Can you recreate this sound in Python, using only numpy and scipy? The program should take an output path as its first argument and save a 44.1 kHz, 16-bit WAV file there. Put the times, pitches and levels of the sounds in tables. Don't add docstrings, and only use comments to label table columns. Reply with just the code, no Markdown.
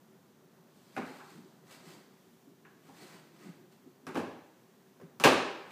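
import sys
import numpy as np
from scipy import signal
from scipy.fft import rfft, irfft, next_fast_len
from scipy.io import wavfile
from scipy.ndimage import map_coordinates

SR = 44100
rng = np.random.default_rng(int(sys.argv[2]) if len(sys.argv) > 2 else 0)


def unload_audio(sound):
    columns = np.transpose(np.atleast_2d(sound))
    steps = np.round(np.clip(columns, -1, 1) * 32767)
    wavfile.write(sys.argv[1], SR, steps.astype(np.int16))


def natural_amplitude(level_db):
    exponent = np.asarray(level_db, float) / 20
    return 10 ** exponent


N = 251811


def unit(x):
    return x / np.sqrt(np.mean(x ** 2) + 1e-20)


def along(points, hz):
    f, value = np.transpose(points)
    return np.interp(np.log(hz + 1), np.log(f + 1), value)


def wobble(rate):
    knots = rng.standard_normal(int(N * rate / SR) + 4)
    return map_coordinates(knots, [np.arange(N) * rate / SR])


def filtered(x, response):
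    m = next_fast_len(len(x) + 8192)
    return irfft(rfft(x, m) * response(np.fft.rfftfreq(m, 1 / SR)), m)[:len(x)]


def modes(table, scatter_db=0, blur=1):
    luck = natural_amplitude(scatter_db * rng.standard_normal(len(table)))

    def response(f):
        total = 0
        for k, (centre, width, db) in enumerate(table):
            damping = 1j * f * width * blur
            total = total + (-1) ** k * luck[k] * natural_amplitude(db) * damping / (centre ** 2 - f * f + damping)
        return total
    return response


def noise(spectrum):
    return unit(filtered(rng.standard_normal(N), lambda hz: natural_amplitude(along(spectrum, hz))))


# f/Hz, t60/s
ROOM = [(60, 0.79), (150, 0.42), (400, 0.76), (2000, 0.76), (5000, 0.71), (8000, 0.54), (12000, 0.39),
        (16000, 0.22)]
# level/dB re late field, t60/s
EARLY = (4.85, 0.16)


def room(x):
    hz, t, z = signal.stft(rng.standard_normal(SR), SR, nperseg=256)
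    late = natural_amplitude(-60 * t / along(ROOM, hz)[:, None])
    early_db, early_t60 = EARLY
    early = natural_amplitude(early_db - 60 * t / early_t60)
    tail = signal.istft(z * np.hypot(late, early), SR, nperseg=256)[1]
    tail = tail * (1 - np.exp(-np.arange(len(tail)) / SR / 0.0015))
    return signal.fftconvolve(x, tail / np.linalg.norm(tail))


def add(track, s, sound):
    part = track[round(s * SR):][:len(sound)]
    part += sound[:len(part)]


# f/Hz, level/dB per Hz
RUMBLE = [(15, -87), (25, -46), (60, -37.5), (102, -15), (141, -2.5), (216, -1), (300, -7.5), (420, -10),
          (600, -13), (1000, -16), (1500, -20), (1950, -26), (3300, -120)]
# f/Hz, level/dB per Hz
MIC_HISS = [(880, -76), (1500, -7), (1750, -1), (1890, -1), (2990, -3), (3230, -2.5), (5410, -5.5),
            (5900, -3.5), (9880, -10), (14600, -6), (15300, -7)]
# f/Hz, width/Hz, level/dB
DRONE = (378, 14, -70)


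def background():
    rumble = natural_amplitude(-63.5 + 1.46 * wobble(3.407)) * noise(RUMBLE)
    hiss = natural_amplitude(-71 + 0.5 * wobble(3.84)) * noise(MIC_HISS)
    hz, width, db = DRONE
    drone = unit(filtered(rng.standard_normal(N), modes([(hz, width, 0)])))
    return rumble + hiss + natural_amplitude(db + 1.9 * wobble(2.2)) * drone


def swell(s, hold_s, db, edge_s):
    t = np.arange(N) / SR - s
    release = 1.48
    away = np.maximum(-t, (t - hold_s) / release).clip(0)
    return natural_amplitude(db - 19 * np.minimum(away / edge_s, 8))


# t/s, hold/s, rasp level/dB, edge/s, shell level/dB re rasp
SCUFFS = [(0.77, .1, -75.5, 0.13, -17), (0.953, .01, -69, 0.11, 3), (1.065, .002, -63.5, .04, 7.5),
          (1.143, 0.19, -67.5, 0.15, 0), (1.707, 0.017, -59.5, 0.052, 2), (1.879, .002, -60.5, 0.12, 1.3),
          (2.869, 0.0045, -69.5, 0.069, 2.5), (2.992, 0.045, -62, 0.095, 1.5), (3.13, .005, -65.5, 0.11, 5),
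          (3.417, 0.036, -66, .1, 5.5), (3.722, .002, -69.5, .017, -5), (5.467, 0.22, -75.5, .05, 15),
          (5.705, .02, -69, .04, 10.5)]
# f/Hz, level/dB per Hz
RASP = [(880, -34), (1500, -34), (2090, -7), (3120, -0.5), (4710, 2.5), (5240, -4), (8130, -3),
        (9890, -10.5), (13700, -8.5), (15500, -14)]
# f/Hz, level/dB per Hz
DRAG = [(240, -27), (400, 0), (594, 0), (953, 2.5), (1170, -1), (2090, -2), (3000, -10.5), (3900, -27),
        (6600, -120)]


def scuffs():
    strokes = np.array([swell(*row[:4]) for row in SCUFFS])
    rasp = strokes.sum(axis=0)
    drag = natural_amplitude([row[4] for row in SCUFFS]) @ strokes
    slips = unit(natural_amplitude(2.3 * wobble(250) + 0.56 * wobble(34.0)))
    dry = slips * (rasp * noise(RASP) + drag * noise(DRAG))
    return natural_amplitude(-2.0) * dry + natural_amplitude(-0.5) * room(dry)[:N]


# t/s, hold/s, level/dB, edge/s
WEIGHT = [(0.94, .02, -60, 0.045), (1.304, .01, -67, 0.046), (1.38, .01, -53.5, 0.13),
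          (1.548, 0.089, -75, .06), (1.723, .01, -60.5, .07), (1.82, .14, -56, .06), (2.03, 0.31, -69, .04),
          (2.438, .004, -60, .03), (2.482, .33, -66, .03), (2.887, .01, -57, 0.081),
          (3.023, 0.12, -55, 0.19), (3.469, .005, -49.5, .09), (3.582, .14, -62.5, 0.061),
          (3.868, .005, -55.5, 0.047), (4.604, 0.011, -64, 0.068), (4.935, .015, -68, .1)]
# f/Hz, width/Hz, level/dB
FLEX = [(161.6, 27, 1.5), (213, 38, -4), (279, 59, -4), (379, 87, -6.5)]


def flexing():
    load = sum(swell(*row) for row in WEIGHT)
    boom = filtered(rng.standard_normal(N), modes(FLEX))
    return load * unit(natural_amplitude(2.7 * wobble(25.09)) * boom)


# f/Hz, width/Hz, level/dB
KNOCK = [(597, 34, -5.5), (800, 39.6, 3), (1092, 129, 0.5), (1308, 247, -3.5), (1652, 133, -3.5),
         (1913, 155, -9), (2504, 498, -6), (2880, 1300, -13.5), (3560, 470, -20)]
# f/Hz, width/Hz, level/dB
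BOOM = [(100, 36, -3.5), (131, 55, -17.5), (158.5, 36.4, 1), (258, 26.7, 3.5), (334.5, 25, -0.5),
        (388.2, 17.5, 3.5), (480, 125, -4.5)]
# f/Hz, level/dB
TICK = [(1500, -4), (3000, -4.5), (4500, -2), (6000, -3), (9000, -7), (12000, -13), (16000, -11)]


def struck(push, contact, blur):
    strength_db, centre_hz = contact[1], contact[4]
    light, full = 0.38, 2.52
    mid_db, range_db = -36, 0.5
    force = 1 / (1.5 + np.exp((mid_db - strength_db) / range_db))
    spread = light + (full - light) * force
    panels = modes(KNOCK, scatter_db=1.5, blur=blur)
    spot = modes([(centre_hz, spread * centre_hz, 0)])
    knock = filtered(push[0], lambda f: panels(f) * spot(f))
    drums = modes(BOOM, scatter_db=1.5, blur=np.sqrt(blur))
    deep = modes([(centre_hz / 4, centre_hz / 4, 0)])
    boom = filtered(push[1], lambda f: drums(f) * (0.9 + deep(f)))
    tick = filtered(np.roll(push[2], 20), lambda hz: natural_amplitude(along(TICK, hz)))
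    return np.array([knock, boom, tick])


# t/s, knock level/dB, boom level/dB re knock, tick level/dB re knock, centre f/Hz
KNOCKS = [(0.9643, -28.5, -7, -20, 1490), (0.978, -35.5, 6.5, -34, 800), (1.196, -45, -32, -16, 1200),
          (1.202, -44.5, -28, -15, 1220), (2.650, -48, -23, -22, 1650), (2.886, -53.5, 4.5, -20, 800),
          (2.901, -70, -20, 0, 3000), (4.067, -37, 1.2, -5.5, 1480), (4.085, -44, 2.5, -28, 910),
          (4.145, -45, 12.5, -33, 700), (4.154, -28, -3.5, -15, 1130), (4.169, -36, 10.5, -39, 925),
          (4.189, -37, -2, -23, 800), (4.998, -53, 4.5, -28, 1580), (5.013, -62.5, 18.5, -33, 600),
          (5.1988, -29, -3.5, -1, 970), (5.238, -10, -10, -1.5, 2660), (5.246, -17, 4, -30, 1580),
          (5.255, -15, 2, -30, 2400)]


def knocks():
    track, t = np.zeros(N), np.arange(SR // 5) / SR
    shape = [np.exp(-t / .0025), t * np.exp(-t / .002), np.exp(-t / .0013)]
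    impulse = np.tile(1. * (t == 0), (3, 1))
    for contact in KNOCKS:
        s, db, boom_db, tick_db = contact[:4]
        direct = struck(rng.standard_normal((3, len(t))) * shape, contact, blur=1.0)
        direct = direct / np.max(np.abs(direct), axis=1, keepdims=True)
        direct = direct * natural_amplitude(db - 1 + np.array([[0], [boom_db], [tick_db + 3.5]]))
        add(track, s, direct.sum(axis=0))
        around = struck(impulse, contact, blur=2)
        energy = np.linalg.norm(direct, axis=1) / np.linalg.norm(around, axis=1)
        for layer, size in zip(around, energy * natural_amplitude([5.5, 3.5, 3.5])):
            add(track, s + .002, size * room(layer))
    return track


# t/s, peak level/dB, f/Hz
BUMPS = [
    (1.378, -35, 232),
    (1.414, -40, 194),
    (2.471, -40.5, 280),
    (2.879, -42, 260),
    (3.456, -33.5, 190),
    (3.489, -29.5, 180),
    (3.86, -40.5, 260),
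    (4.03, -44, 266),
    (5.033, -34.5, 168),
]


def bumps():
    track, t = np.zeros(N), np.arange(SR // 5) / SR
    for s, db, hz in BUMPS:
        envelope = natural_amplitude(db - 60 * t / 0.081) * (1 - np.exp(-t / 0.0076))
        dry = envelope * np.sin(2 * np.pi * hz * t)
        add(track, s, dry)
        add(track, s, natural_amplitude(-11) * room(dry))
    return track


def scene():
    steady = background()
    near = scuffs() + flexing() + knocks() + bumps()
    mic_hz = 103
    near = filtered(near, lambda f: (1j * f / (mic_hz + 1j * f)) ** 3)
    return (near + steady)[None]


def top_cut(x):
    return signal.sosfilt(signal.butter(12, 16270, fs=SR, output="sos"), x)


def record(dry):
    top_hz = 15330
    mix = filtered(dry[0], lambda hz: hz < top_hz)[None]
    return top_cut(mix)


dry = scene()
out = record(dry)
unload_audio(out)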